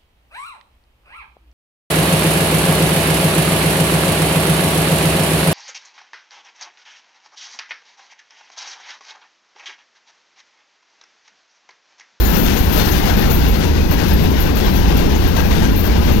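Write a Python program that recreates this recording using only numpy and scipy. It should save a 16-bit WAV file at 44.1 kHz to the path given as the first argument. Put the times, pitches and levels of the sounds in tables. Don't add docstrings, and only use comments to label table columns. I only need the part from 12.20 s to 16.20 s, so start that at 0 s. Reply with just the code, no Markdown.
import sys
import numpy as np
from scipy import signal
from scipy.fft import rfft, irfft, next_fast_len
from scipy.io import wavfile
from scipy.ndimage import uniform_filter1d, map_coordinates

SR = 44100
rng = np.random.default_rng(int(sys.argv[2]) if len(sys.argv) > 2 else 0)


def master(y):
    cut = np.clip(np.atleast_2d(y).T, -1, 1)
    pcm = np.round(cut * 32767)
    wavfile.write(sys.argv[1], SR, pcm.astype(np.int16))


N = 176400

# time_s, level_db (all table levels are relative)
ROLLING_LEVELS = [(0, -21.5), (.3, -18), (.43, -20), (.65, -19.5), (1.1, -19), (1.2, -20.5), (1.57, -22),
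                  (2.25, -20), (2.33, -22.5), (2.42, -19.5), (2.9, -20.5), (3.12, -22), (3.4, -20.5),
                  (3.54, -22.5), (3.7, -20.5), (4, -20.5)]
# frequency_hz, level_db
RATTLE_SPECTRUM = [(120, 6), (300, 0), (600, 1.5), (900, -4.5), (1200, -3), (1600, -3.5), (2200, -5.5),
                   (4200, -7.5), (6300, -9.5), (8000, -19.5), (9600, -18), (16000, -22)]
# frequency_hz, level_db
SLIDING_SPECTRUM = [(3000, -44), (6500, -12), (8100, -20.5), (9600, -8.5), (10900, -14), (11600, -6.5),
                    (12300, 0), (14000, -0.5), (15200, -4.5), (16000, -4)]

KNOCK_ATTACK_S, QUICK_ATTACK_S = 0.0053, 0.004
RING_HOLD_S, RING_FADE_S = 0.021, 0.022
SLIPS_PER_S = 1300


def amp(db):
    return 10 ** (np.asarray(db) / 20)


def unit(x):
    return x / np.sqrt(np.mean(x ** 2) + 1e-20)


def along(points, hz):
    frequencies, values = np.transpose(points)
    return np.interp(np.log(hz + 1), np.log(frequencies + 1), values)


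def curve(rows):
    return np.interp(np.arange(N) / SR, *np.transpose(rows))


def wobble(per_s):
    return map_coordinates(rng.standard_normal(2048), [np.arange(N) * per_s / SR], mode="wrap")


def filtered(x, response):
    n = x.shape[-1]
    padded = next_fast_len(n + 8192, real=True)
    hz = np.fft.rfftfreq(padded, 1 / SR)
    return irfft(rfft(x, padded) * response(hz), padded)[..., :n]


def add(out, start_s, sound):
    part = out[:, max(0, round(start_s * SR)):][:, :sound.shape[1]]
    part += sound[:, :part.shape[1]]


def burst(t, hold_s, attack_s, fade_s):
    return np.clip(t / attack_s, 0, 1) * np.exp(-np.maximum(t - hold_s, 0) / fade_s)


def drone(spectrum, steadiness):
    noise = unit(filtered(rng.standard_normal((2, N)), lambda hz: amp(along(spectrum, hz))))
    power = np.abs(uniform_filter1d(noise ** 2, size=SR // 12)) + 1e-6
    return unit(noise / power ** (steadiness / 2))


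def patchy_noise(depth_db):
    slices = signal.stft(rng.standard_normal((2, N)), nperseg=1024)[2]
    patches = uniform_filter1d(rng.standard_normal(slices.shape[1:]), size=4, axis=0)
    patches = unit(uniform_filter1d(patches, size=9, axis=1))
    return unit(signal.istft(slices * amp(depth_db * patches), nperseg=1024)[1][:, :N])


def contacts(per_s, size):
    return unit(rng.standard_normal((2, size)) * (rng.random(size) < per_s / SR))


def ringing(hz, width_hz, t):
    wander = np.cumsum(rng.standard_normal((2, len(t))), axis=1) * np.sqrt(2 * np.pi * width_hz / SR)
    start_phase = 2 * np.pi * rng.random((2, 1))
    return np.sqrt(2) * np.sin(2 * np.pi * hz * t + uniform_filter1d(wander, size=48) + start_phase)


def wheel_boost_db(hz):
    # pitch_hz, width_hz, boost_db
    resonances = [(1570, 88, 2.5), (2790, 420, 3), (3510, 94, 3)]
    return sum(db / (1 + (2 * (hz - pitch) / width) ** 2) for pitch, width, db in resonances)


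def ground_rumble():
    # frequency_hz, level_db
    spectrum = [(8, -27), (20, -6), (40, -4.5), (57, 1), (82, -2.5), (115, -11), (180, -38), (400, -57)]
    # time_s, level_db
    levels = [(0, -14.5), (.2, -19.5), (.44, -13.5), (.52, -19), (1.32, -14.5), (1.42, -19.5), (1.5, -15),
              (1.72, -15), (1.8, -21), (1.92, -14), (2.18, -15.5), (2.33, -18.5), (2.52, -16),
              (2.63, -12.5), (2.85, -17), (3.07, -14), (3.4, -15.5), (4, -15)]
    return drone(spectrum, steadiness=0.66) * amp(0.5 + curve(levels))


def wagon_boom():
    # frequency_hz, level_db
    spectrum = [(60, -29), (115, -9), (160, 0), (205, 0), (260, -4), (380, -6.5), (490, -13), (600, -20.5),
                (1200, -30), (3000, -87)]
    # time_s, level_db
    levels = [(0.1, -21.5), (.2, -18), (.3, -20.5), (1.15, -20), (1.58, -21.5), (1.88, -20), (2.12, -18),
              (2.19, -24), (2.26, -19), (2.68, -20.5), (2.79, -17.5), (3.13, -21.5), (3.46, -18),
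              (3.58, -21), (4, -19.5)]
    return drone(spectrum, steadiness=0.23) * amp(4.5 + curve(levels))


def rolling_roar():
    noise = patchy_noise(depth_db=1.2)
    # frequency_hz, level_db
    spectrum = [(200, -24), (450, 0.5), (620, -1.5), (830, 1.95), (1000, -1), (1190, -7), (1550, -5),
                (2100, -6), (3000, -9), (4300, -9), (6300, -14), (7200, -21), (8100, -30), (9500, -29),
                (11000, -34), (16000, -50)]
    roar = unit(filtered(noise, lambda hz: amp(along(spectrum, hz) + wheel_boost_db(hz))))
    return roar * amp(-1 + curve(ROLLING_LEVELS) + 1.1 * wobble(per_s=35))


def flange_hiss():
    # time_s, level_db
    levels = [(0, -25), (.48, -23), (.7, -21.5), (.87, -26.5), (1.22, -25.5), (1.45, -30.5), (1.56, -34.5),
              (1.68, -31.5), (1.8, -28.5), (2.25, -29.5), (2.33, -32), (2.45, -27.5), (2.9, -30.5),
              (4, -30)]
    slips = patchy_noise(depth_db=3.7) + 0.46 * contacts(SLIPS_PER_S, size=N)
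    hiss = unit(filtered(slips, lambda hz: amp(along(SLIDING_SPECTRUM, hz))))
    return hiss * amp(curve(levels) + 1.26 * wobble(per_s=40))


def loose_fittings():
    tinks_per_s, low_hz, high_hz = 45, 749, 6494
    out, t = np.zeros((2, N)), np.arange(SR // 6) / SR
    shape = burst(t, RING_HOLD_S, QUICK_ATTACK_S, RING_FADE_S)
    for when, height, softness in rng.random((round(tinks_per_s * N / SR), 3)):
        hz = low_hz * (high_hz / low_hz) ** height
        db = -7 + along(RATTLE_SPECTRUM, hz) - 3 * softness
        add(out, when * N / SR, amp(db) * ringing(hz, width_hz=23, t=t) * shape)
    return out * amp(curve(ROLLING_LEVELS))


def squeaks():
    # start_s, level_db, pitch_hz
    chirps = [(.048, -28.5, 6780), (.145, -26.5, 5570), (.368, -28.5, 6600), (.712, -27, 6250),
              (1.1, -31, 6470), (2.945, -30.5, 6600)]
    out, t = np.zeros((2, N)), np.arange(SR // 8) / SR
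    shape = burst(t, hold_s=0.016, attack_s=QUICK_ATTACK_S, fade_s=0.01)
    for start_s, db, hz in chirps:
        add(out, start_s, amp(db) * ringing(hz, width_hz=660, t=t) * shape)
    return out


def flange_scrapes():
    # start_s, hold_s, level_db, pitch_hz, width_hz
    scrapes = [(0, 0.26, -19.5, 14200, 700), (0.364, 0.037, -23, 12500, 600),
               (.52, 0.078, -18, 12800, 1700), (.655, 0.084, -23.5, 12300, 600),
               (.965, 0.059, -22.5, 12700, 2500), (1.098, 0.056, -16.5, 14200, 4000),
               (1.278, 0.011, -21, 11900, 700), (1.706, 0.033, -18.5, 14000, 3400),
               (1.881, .018, -25, 12300, 500), (1.93, .012, -19, 12900, 1100),
               (2.197, 0.027, -18, 12150, 400), (2.353, .04, -22.5, 13400, 2600),
               (2.555, .015, -18.5, 13500, 2200), (2.766, 0.0099, -19, 13800, 3000),
               (3.073, .008, -20.5, 12800, 1500), (3.165, .055, -28, 13700, 3000),
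               (3.558, 0.055, -20, 14100, 2600), (3.629, 0.045, -22.5, 13700, 2000),
               (3.919, 0.022, -25, 12500, 1200)]
    out, t = np.zeros((2, N)), np.arange(SR // 2) / SR
    for start_s, hold_s, db, pitch, width in scrapes:
        slips = contacts(SLIPS_PER_S, size=len(t)) + 1.6 * rng.standard_normal((2, len(t)))
        resonance = lambda hz: amp(along(SLIDING_SPECTRUM, hz)) / (1 + 2j * (hz - pitch) / width)
        ring = unit(filtered(slips, resonance))
        add(out, start_s, amp(db - 3.5) * ring * burst(t, hold_s, QUICK_ATTACK_S, fade_s=0.01))
    return out


def clanks(blows, tones, width_hz):
    scatter_db = 2
    out, t = np.zeros((2, N)), np.arange(SR // 3) / SR
    shape = burst(t, RING_HOLD_S, KNOCK_ATTACK_S, RING_FADE_S)
    for start_s, db in blows:
        ring = sum(amp(level + rng.normal(0, scatter_db)) * ringing(hz, width_hz, t)
                   for hz, level in tones)
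        add(out, start_s, amp(db) * unit(ring) * shape)
    return out


def link_clanks():
    # start_s, level_db
    blows = [(.594, -19.5), (.63, -24)]
    # pitch_hz, level_db
    tones = [(1450, 0), (2270, -7), (3000, -5), (3580, -1), (4280, 1.5), (5810, -5)]
    return clanks(blows, tones, width_hz=55)


def rail_joint_clanks():
    # start_s, level_db
    blows = [(3.172, -20), (3.416, -26), (3.448, -27)]
    # pitch_hz, level_db
    tones = [(900, -4), (1590, 0), (2660, -8), (6100, -9)]
    return clanks(blows, tones, width_hz=34)


def bogie_clatter():
    # start_s, hold_s, level_db, treble_tilt_db_per_octave
    jolts = [(.063, 0.076, -20.5, -1.5), (.129, 0.073, -17, -1.5), (0.259, .08, -18, .8),
             (.358, .018, -17.5, -1.5), (.52, .1, -17.5, -1), (0.555, 0.06, -15, -0.4),
             (0.649, 0.012, -17, 2.5), (.715, 0.079, -19, -1), (.853, 0.058, -15, -1.7),
             (.972, 0.051, -15.5, -4), (1.036, 0.12, -17.5, -3), (1.398, 0.058, -16.5, -0.5),
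             (1.709, 0.042, -15, -3.5), (1.806, 0.035, -14, -2.3), (1.874, 0.012, -20, -1),
             (2.029, 0.032, -20.5, -2.5), (2.235, .04, -24, 0), (2.362, 0.05, -19, -0.5),
             (2.762, .067, -23, 0.5), (3.16, 0.056, -14.5, -2), (3.231, 0.052, -18, -5.5),
             (3.304, .1, -17.8, -1), (3.42, 0.041, -20, 1), (3.637, 0.044, -16.5, -3),
             (3.876, 0.043, -16, -3.5)]
    out, t = np.zeros((2, N)), np.arange(SR // 3) / SR
    octaves = lambda hz: np.log2(np.clip(hz, 500, 7000))
    for start_s, hold_s, db, tilt in jolts:
        hits = contacts(per_s=900, size=len(t)) + 0.96 * rng.standard_normal((2, len(t)))
        colour = lambda hz: amp(along(RATTLE_SPECTRUM, hz) + wheel_boost_db(hz) + tilt * octaves(hz))
        rattle = unit(filtered(hits, colour))
        add(out, start_s, amp(db - 2) * rattle * burst(t, hold_s, KNOCK_ATTACK_S, fade_s=0.0086))
    return out


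def scene():
    # frequency_hz, gain_db
    right_gain = [(25, 4.5), (60, 0.6), (110, -2.5), (200, -6.5), (380, -8.5), (700, -15), (1290, -18),
                  (2300, -23.5), (3200, -17), (4400, -22), (6300, -36.5), (8100, -58), (15000, -43)]
    # frequency_hz, likeness (0 to 1)
    likeness = [(20, 0.74), (60, 0.89), (250, 0.85), (440, 0.93), (620, 0.57), (1600, 0.41), (2500, .12),
                (8000, .03)]
    # frequency_hz, lag_radians
    right_lag = [(20, 1.3), (65, 0.55), (170, 1.23), (340, 1.48), (500, 1.82), (640, 3.45), (1050, 2.4),
                 (1460, 6.3), (1900, 8.6), (2700, 10.7)]
    knocks = bogie_clatter() + loose_fittings() + link_clanks() + rail_joint_clanks()
    friction = flange_hiss() + flange_scrapes() + squeaks()
    left, scattered = ground_rumble() + wagon_boom() + rolling_roar() + knocks + friction
    alike = lambda hz: np.clip(along(likeness, hz), 0, 1)
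    far_side = lambda hz: amp(along(right_gain, hz)) * np.exp(-1j * along(right_lag, hz))
    right = filtered(left, lambda hz: far_side(hz) * alike(hz))
    right += filtered(scattered, lambda hz: far_side(hz) * np.sqrt(1 - alike(hz) ** 2))
    return np.array([left, right])


def record(dry):
    rounded = dry / (1 + np.abs(dry) ** 10) ** (1 / 10)
    return filtered(rounded, lambda hz: hz < 15900)


dry = scene()
out = record(dry)
master(out)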